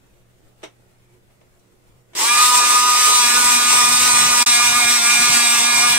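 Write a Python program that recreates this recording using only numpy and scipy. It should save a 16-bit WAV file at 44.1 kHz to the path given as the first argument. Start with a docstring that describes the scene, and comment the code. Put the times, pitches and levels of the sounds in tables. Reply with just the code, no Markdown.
"""A quiet workshop, an electric pencil sharpener on a wooden workbench. A pencil taps the case, then the
motor spins up: a stack of shaft orders whines over the rasp of the cutter, which circles the pencil about
three times a second. The hollow case drones, the bench rumbles, and load makes the speed sag.
The sound drops out once for a moment; from there on the pencil is pressed harder."""
import sys
import numpy as np
from scipy import signal
from scipy.fft import rfft, irfft
from scipy.io import wavfile
from scipy.ndimage import uniform_filter1d

SR = 44100
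rng = np.random.default_rng(int(sys.argv[2]) if len(sys.argv) > 2 else 0)


def generate_wav(signal):
    """Clip the signal to [-1, 1] and save it as 16-bit WAV at the path in sys.argv[1]."""
    frames = np.transpose(np.atleast_2d(signal))
    scaled = np.clip(frames, -1, 1) * 32767
    pcm = np.round(scaled).astype(np.int16)
    wavfile.write(sys.argv[1], SR, pcm)


N = 263718

# Noise spectra: (frequency [Hz], relative density [dB])
AIR_SPECTRUM = [(20, -1), (50, -13.5), (120, -10), (250, -15.5), (500, -15), (900, -23), (2000, -25.5),
                (5000, -32.5), (8500, -30.5), (11000, -35), (16000, -37)]
TAP_SPECTRUM = [(150, -45), (300, -10), (900, -11.5), (1500, -17), (3800, -17), (4300, -27), (9000, -28.5),
                (10000, -42), (16000, -45)]
RUMBLE_SPECTRUM = [(20, -56), (50, -8), (110, 2.5), (170, 2.5), (230, -24), (320, -30)]
DRONE_SPECTRUM = [(150, -40), (250, -14.5), (420, -7.5), (600, -11), (780, -7.5), (950, 3), (1150, -1.5),
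                  (1350, -8), (1550, -17.5), (1800, -18), (2400, -39.5)]
RASP_SPECTRUM = [(900, -38), (1500, -17.5), (2000, -8.5), (2500, -9.5), (3100, -10.5), (4200, -8),
                 (5500, -9), (6800, -10), (9200, -11.5), (10600, -15.5), (13000, -19), (16000, -23)]
# Stereo likeness: (frequency [Hz], coherence [0..1])
AIR_COHERENCE = [(60, 0.31), (180, 0.087), (550, 0.26), (1650, -0.13), (4970, -0.0), (15000, 0.071)]
SHARPENER_COHERENCE = [(60, 0.36), (300, 0.48), (1400, 0.41), (3000, 0.075), (8000, 0.064), (15000, 0.2)]
# Stereo balance: (frequency [Hz], left minus right [dB])
AIR_PAN = [(30, 7), (120, -3.5), (600, -5), (3000, 1), (15000, 1)]
SHARPENER_PAN = [(60, 5), (180, -3.5), (550, -3), (1650, 0.5), (4970, -1), (15000, 1)]
# Case and cutter resonances and dips: (frequency [Hz], width [Hz], gain [dB])
TAP_MODES = [(356, 100, 7), (630, 120, 6), (2190, 200, 9), (3020, 250, 2), (5800, 630, 10.5),
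             (8660, 600, 3)]
PRESSED_DRONE_DIPS = [(527, 180, -6.5), (1590, 150, -8), (940, 98, -3.5), (1310, 90, -1.5)]
RASP_MODES = [(3150, 240, -2), (4310, 250, -4.5), (7490, 460, 4.5), (8220, 570, 9)]
CASE_MODES = [(888, 35, 6), (1244.6, 70, 8), (1671, 59, 10.5), (2396, 79, 9.5)]
CUTTER_MODES = [(3560, 250, 3.5), (3920, 170, 2.5), (5770, 670, 5.5), (6150, 120, 6), (8500, 710, 7)]
# Room tones: (frequency [Hz], level [dB])
HUM_TONES = [(120, -65.5), (188, -74.5), (360, -72.5), (14900, -93)]
# Taps and ticks, and a faint decaying noise swell just before the motor starts: (time [s], onset level [dB],
# t60 [s], tilt [dB/octave])
CASE_BURSTS = [(.619, -55, .2, 1), (.631, -35.5, 0.18, -0.5), (0.636, -36.5, 0.13, 1.5), (.641, -40, 0.16, -1),
               (0.651, -58, 0.21, -3.5), (1.302, -58, .1, -2), (1.413, -53, 0.098, -2), (1.593, -60, .08, 12),
               (2.133, -49, 0.76, 0.5), (2.151, -38.5, 0.28, -3)]
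# Bench rumble: (time [s], level [dB])
RUMBLE_LEVELS = [(2.3, -63), (2.36, -56), (3.16, -58.5), (3.86, -43), (5.27, -44.5), (5.3, -28.5),
                 (5.39, -54), (5.59, -43), (5.97, -46)]
# Motor, a list each before and after the drop-out:
# (time [s], shaft speed [Hz], grinding level [dB], loud-order gain [dB])
MOTOR_RUN = [
    [(2.36, 243.3, -20.5, -0.5), (2.41, 246.2, -19.5, 2.5), (2.54, 246.4, -19.5, -1),
     (2.63, 243.8, -20, 0.5), (2.84, 246.9, -22, -2), (2.93, 245.5, -20.5, 0), (3.03, 248, -19.5, -0.5),
     (3.05, 245.9, -19, -0.5), (3.16, 246.9, -19, -3), (3.25, 240.8, -19.5, 0.5), (3.38, 245.2, -18.5, 0.5),
     (3.64, 243.2, -20, 0), (3.71, 246.1, -17.5, 0), (3.85, 243.1, -18, -0.5), (4.06, 248.1, -18.5, 0),
     (4.15, 243.4, -17.5, 0), (4.34, 245.1, -18.5, 0.5), (4.42, 241.7, -17.5, 0.5)],
    [(4.48, 242.6, -16.5, -1), (4.542, 238.8, -18, -1.5), (4.646, 242.1, -20.5, 0),
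     (4.716, 239.1, -19.5, 0), (4.774, 243.6, -20.5, 1.5), (4.864, 237.9, -21, 1),
     (4.894, 241.4, -17.5, 0.5), (4.96, 241.4, -19, -1), (4.998, 234.1, -20.5, -1.5),
     (5.122, 240, -17.5, -0.5), (5.188, 238.6, -19.5, 0.5), (5.264, 242.4, -19, 1),
     (5.326, 238.9, -19, 0.5), (5.636, 237.5, -18.5, -0.5), (5.7, 241.3, -20, 0), (5.808, 238.5, -19, 0.5),
     (5.852, 241.9, -19, 1), (5.97, 238.5, -20, -0.5)],
]
# Loud shaft orders: (order, light [dB], pushed home [dB], pressed [dB], left minus right [dB],
# swell [dB], swell lag [cycles], pressed swell [dB], pressed swell lag [cycles])
LOUD_ORDERS = [(1, -51.5, -43, -38.5, 0, 0.1, 0.2, 1.2, .01), (3, -50, -46.5, -39, -4.5, 3, .14, 3.5, .68),
               (4, -32, -34.5, -40, -2.5, 5, 0.9, 7, 0.33), (5, -27.5, -31, -31.5, 0, 1, 0.4, 5, .06),
               (6, -38, -34, -32.5, -8.5, 1, 0.38, 2, .99), (7, -39.5, -42, -37.5, -1, 1.7, 0.49, 2.5, 1),
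               (9, -43.5, -37, -29.5, -9, 0.7, 0.39, 0.5, 0.32),
               (10, -35, -34.5, -32, -4.5, 2, 0.24, -0.1, 0.78)]
# Other shaft orders, mostly high: (order, left weight [dB], right weight [dB])
UPPER_ORDERS = [(2, -24, -21), (8, -9, -5), (11, -3, 0), (12, -5, -4), (13, -10, -9), (14, 0, -4),
                (15, -1, -3), (16, 0, 0), (17, -4, -4), (18, -3, -4), (19, -2, -2), (20, -2, 0),
                (21, -5, -2), (22, -3, -1), (23, -3, -3), (24, -3, -3), (25, -3, -3), (26, -7, -3),
                (27, -9, -9), (28, -9, -8), (29, -6, -5), (30, -5, -1), (31, -4, -3), (32, -3, 0),
                (33, 0, 1), (34, 2, 3), (35, 2, -1), (36, -1, -1), (37, -6, -6), (38, -10, -11),
                (39, -11, -11), (40, -11, -13), (41, -14, -15), (42, -15, -17)]
# Gain around the drop-out: (time [s], gain [dB])
DROPOUT = [(4.43, 2), (4.431, -8), (4.442, -17), (4.444, -34), (4.451, -35), (4.453, -90), (4.458, -88),
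           (4.461, -34), (4.463, -5), (4.467, -1.5)]

START_S, PUSH_HOME_S, PRESS_S = 2.15, (3.12, 3.38), 4.45
CUTTER_HZ, LEFT_LAG_S = 3.2, 7e-5
TIME_S = np.arange(N) / SR
PAN = np.array([[.5], [-.5]])


def amp(db):
    return 10 ** (np.asarray(db) / 20)


def unit_rms(x):
    return x / np.sqrt(np.mean(abs(x) ** 2) + 1e-20)


def curve_at(points, hz):
    f, value = np.transpose(points)
    return np.interp(np.log(hz + 1), np.log(f + 1), value)


def peaks_db(modes, hz):
    return sum(db / (1 + (2 * (hz - f) / width) ** 2) for f, width, db in modes)


def staged(light, home, pressed):
    """Ramps as the pencil is pushed home, steps when it is pressed harder."""
    return np.where(TIME_S < PRESS_S, np.interp(TIME_S, PUSH_HOME_S, (light, home)), pressed)


def drift(rate_hz, count):
    """Slow random curves, rms 1."""
    step = 256
    knots = rng.standard_normal((N // step + 2, count))
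    pole = np.exp(-2 * np.pi * rate_hz * step / SR)
    knots = unit_rms(signal.lfilter([1], [1, -2 * pole, pole ** 2], knots, axis=0)).T
    ramps = knots[:, :-1, None] + np.diff(knots)[..., None] * np.arange(step) / step
    return ramps.reshape(count, -1)[:, :N]


def noise(shape_db, coherence, patchy_db, flicker_db, lag_s=0):
    """Stereo noise, rms 1, with drifting spectral patches and a flicker common to all bands."""
    frames, hz = N // 256 + 5, np.fft.rfftfreq(1024, 1 / SR)
    a, b, c, d, patches = rng.standard_normal((frames, 513, 5)).T
    patches = unit_rms(uniform_filter1d(uniform_filter1d(patches, size=5, axis=0), size=18, axis=1))
    flicker = unit_rms(uniform_filter1d(rng.standard_normal(frames), size=10))
    shared = np.clip(curve_at(coherence, hz), -1, 1)[:, None]
    lead = np.exp(2j * np.pi * hz * lag_s)[:, None]
    left = a + 1j * b
    right = shared * left * lead + np.sqrt(1 - shared ** 2) * (c + 1j * d)
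    gain = amp(shape_db(hz)[..., None] + patchy_db * patches + flicker_db * flicker)
    return unit_rms(signal.istft(gain * np.array([left, right]), nperseg=1024, noverlap=768)[1][:, :N])


def reflect(x, echo_db, t60_s):
    """Echoes off bench and clutter add narrow, static peaks and dips."""
    t = np.arange(4096) / SR
    echoes = rng.standard_normal((2, 4096)) * amp(-60 * t / t60_s) * (t > .001)
    echoes *= amp(echo_db) / np.linalg.norm(echoes, axis=1, keepdims=True)
    return x + signal.oaconvolve(x, echoes, axes=1)[:, :N]


def workshop(air_db=-59):
    """Still air and a few wavering tones."""
    shape_db = lambda hz: curve_at(AIR_SPECTRUM, hz) + PAN * curve_at(AIR_PAN, hz)
    out = amp(air_db) * noise(shape_db, AIR_COHERENCE, patchy_db=1.7, flicker_db=1.0)
    for hz, db in HUM_TONES:
        swell, wander = drift(4.7, count=2)
        gain = np.sqrt(2) * amp(db + 2.2 * swell - 2.4 * PAN)
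        out += gain * np.sin(2 * np.pi * hz * TIME_S + 1.2 * wander)
    return out


def pencil_rub(start_s=0.81, end_s=1.2, centre_hz=2300, width_hz=350, level_db=-73):
    """The pencil slides into the guide: a faint, narrow-band scuff."""
    shape_db = lambda hz: -20 * np.log10(1 + (2 * (hz - centre_hz) / width_hz) ** 2)
    scuff = noise(shape_db, SHARPENER_COHERENCE, patchy_db=3.0, flicker_db=2.5)
    progress = np.clip((TIME_S - start_s) / (end_s - start_s), 0, 1)
    return amp(level_db) * scuff * np.sqrt(np.sin(np.pi * progress).clip(0))


def taps_and_swell(attack_s=0.00041):
    """Decaying noise bursts coloured by the plastic case: pencil taps and ticks, and a faint swell just before
    the motor starts."""
    size = 8192
    t, hz = np.arange(size) / SR, np.fft.rfftfreq(size, 1 / SR)
    case_db = curve_at(TAP_SPECTRUM, hz) + peaks_db(TAP_MODES, hz)
    out = np.zeros((2, N + size))
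    for at_s, db, t60_s, tilt_db in CASE_BURSTS:
        common, left, right = rng.standard_normal((3, size))
        colour = amp(case_db + tilt_db * np.log2(hz / 1000 + .01))
        burst = unit_rms(irfft(rfft(common + 2.9 * np.array([left, right])) * colour))
        envelope = amp(db - 60 * t / t60_s) * np.clip(t / attack_s, 0, 1)
        out[:, round(at_s * SR):][:, :size] += burst * envelope
    return out[:, :N]


def bench_rumble(lumps_db=2, lumps_hz=6.0):
    """Lumpy low noise through the bench."""
    db = np.interp(TIME_S, *np.transpose(RUMBLE_LEVELS)) + lumps_db * drift(lumps_hz, count=1)[0]
    shape_db = lambda hz: curve_at(RUMBLE_SPECTRUM, hz)
    return amp(db) * noise(shape_db, SHARPENER_COHERENCE, patchy_db=2.5, flicker_db=1.5)


def grinding_noise(spectrum, modes, patchy_db, flicker_db):
    """Coloured noise placed at the sharpener."""
    shape_db = lambda hz: curve_at(spectrum, hz) + peaks_db(modes, hz) + PAN * curve_at(SHARPENER_PAN, hz)
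    return noise(shape_db, SHARPENER_COHERENCE, patchy_db, flicker_db, LEFT_LAG_S)


def case_drone(gain_db, swell_db=0.5, lag_cycles=0.87):
    """The hollow case drones, swelling once a cutter round; harder pressure notches its spectrum."""
    light = grinding_noise(DRONE_SPECTRUM, [], patchy_db=1.5, flicker_db=1.6)
    pressed = grinding_noise(DRONE_SPECTRUM, PRESSED_DRONE_DIPS, patchy_db=1.5, flicker_db=1.6)
    swell = np.cos(2 * np.pi * (CUTTER_HZ * (TIME_S - PRESS_S) - lag_cycles))
    db = staged(-32, -32, -29) + swell_db * swell + gain_db
    return amp(db) * np.where(TIME_S < PRESS_S, light, pressed)


def cutter_rasp(level_db):
    """Hiss of cutter and gears."""
    hiss = grinding_noise(RASP_SPECTRUM, RASP_MODES, patchy_db=2.0, flicker_db=1.5)
    return amp(level_db + staged(1.42, -0.3, 3)) * reflect(hiss, echo_db=-13.0, t60_s=.12)


def upper_whine(angle_rad, shaft_hz, level_db):
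    """Fluttering shaft orders, lifted near the cutter resonances."""
    out = np.zeros((2, N))
    for order, *sides_db in UPPER_ORDERS:
        a, b, c, d = drift(8.0, count=4)
        common, apart = a + 1j * b, c + 1j * d
        flutter = 1 + .6 * np.array([common, .8 * common + .6 * apart])
        # low orders strike together once a turn; high ones scatter
        scatter_rad = min(order / 12, 2) ** 2 * rng.standard_normal()
        gain = amp(peaks_db(CUTTER_MODES, order * shaft_hz)) * amp(sides_db)[:, None]
        out -= gain * (flutter * np.exp(1j * (order * angle_rad + scatter_rad))).real
    return amp(level_db + staged(0, -0.7, 3)) * unit_rms(reflect(out, echo_db=-9.0, t60_s=.15))


def loud_whine(angle_rad, shaft_hz, gain_db, waver_db=1.2, waver_hz=4.1, chatter_db=2.33):
    """Shaft orders lifted by case resonances; they swell once a cutter round, twice when pressed."""
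    rounds = CUTTER_HZ * (TIME_S - PRESS_S)
    out = np.zeros((2, N))
    for order, *stages_db, pan_db, once_db, once_lag, twice_db, twice_lag in LOUD_ORDERS:
        swell_db = np.where(TIME_S < PRESS_S, once_db * np.cos(2 * np.pi * (rounds - once_lag)),
                            twice_db * np.cos(2 * np.pi * (2 * rounds - twice_lag)))
        db = staged(*stages_db) + gain_db + swell_db + peaks_db(CASE_MODES, order * shaft_hz)
        db += waver_db * drift(waver_hz, count=1)[0]
        chatter, wander, left, right = drift(17.4, count=4)
        apart = np.array([left, right])
        gain = np.sqrt(2) * amp(db + chatter_db * chatter + PAN * pan_db + 0.51 * apart)
        out -= gain * np.cos(order * angle_rad + 0.3 * wander + 0.37 * apart[::-1])
    return out


def sharpener(start_speed_ratio=.47, spin_up_s=.045, tone_rise_s=.045, noise_rise_s=.027, attack_s=.0011):
    """The motor spins up and jitters under the cut; rasp and drone throb with each shaft turn."""
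    running_s = np.maximum(TIME_S - START_S, 0)
    times_s, *columns = np.concatenate(MOTOR_RUN).T
    shaft_hz, grind_db, loud_db = (np.interp(TIME_S, times_s, column) for column in columns)
    shaft_hz *= 1 - (1 - start_speed_ratio) * np.exp(-running_s / spin_up_s)
    tone_fade_db = -34 * np.exp(-running_s / tone_rise_s)
    noise_fade_db = -15 * np.exp(-running_s / noise_rise_s)
    jitter = 1 + 0.00068 * drift(22.0, count=1)[0]
    angle_rad = 2 * np.pi * np.cumsum(shaft_hz * jitter) / SR
    stereo_rad = angle_rad - 2 * np.pi * PAN * LEFT_LAG_S * shaft_hz
    rumble = bench_rumble()
    whine = loud_whine(stereo_rad, shaft_hz, loud_db + tone_fade_db)
    whine += upper_whine(stereo_rad, shaft_hz, grind_db + .5 * tone_fade_db)
    grinding = cutter_rasp(grind_db + noise_fade_db) + case_drone(noise_fade_db)
    throb = 1 + 0.062 * np.cos(angle_rad) + 0.077 * np.cos(2 * angle_rad)
    return np.clip(running_s / attack_s, 0, 1) * (whine + throb * grinding + rumble)


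def scene():
    return sharpener() + workshop() + taps_and_swell() + pencil_rub()


def record(dry, ceiling=.94, cutoff_hz=15760):
    """Drop-out, hard clip, low-pass."""
    gain_db = np.interp(TIME_S, *np.transpose(DROPOUT))
    clipped = np.clip(dry * amp(gain_db), -ceiling, ceiling)
    lowpass = signal.firwin(511, cutoff_hz, window=("kaiser", 9), fs=SR)
    return signal.oaconvolve(clipped, lowpass[None], "same")


dry = scene()
out = record(dry)
generate_wav(out)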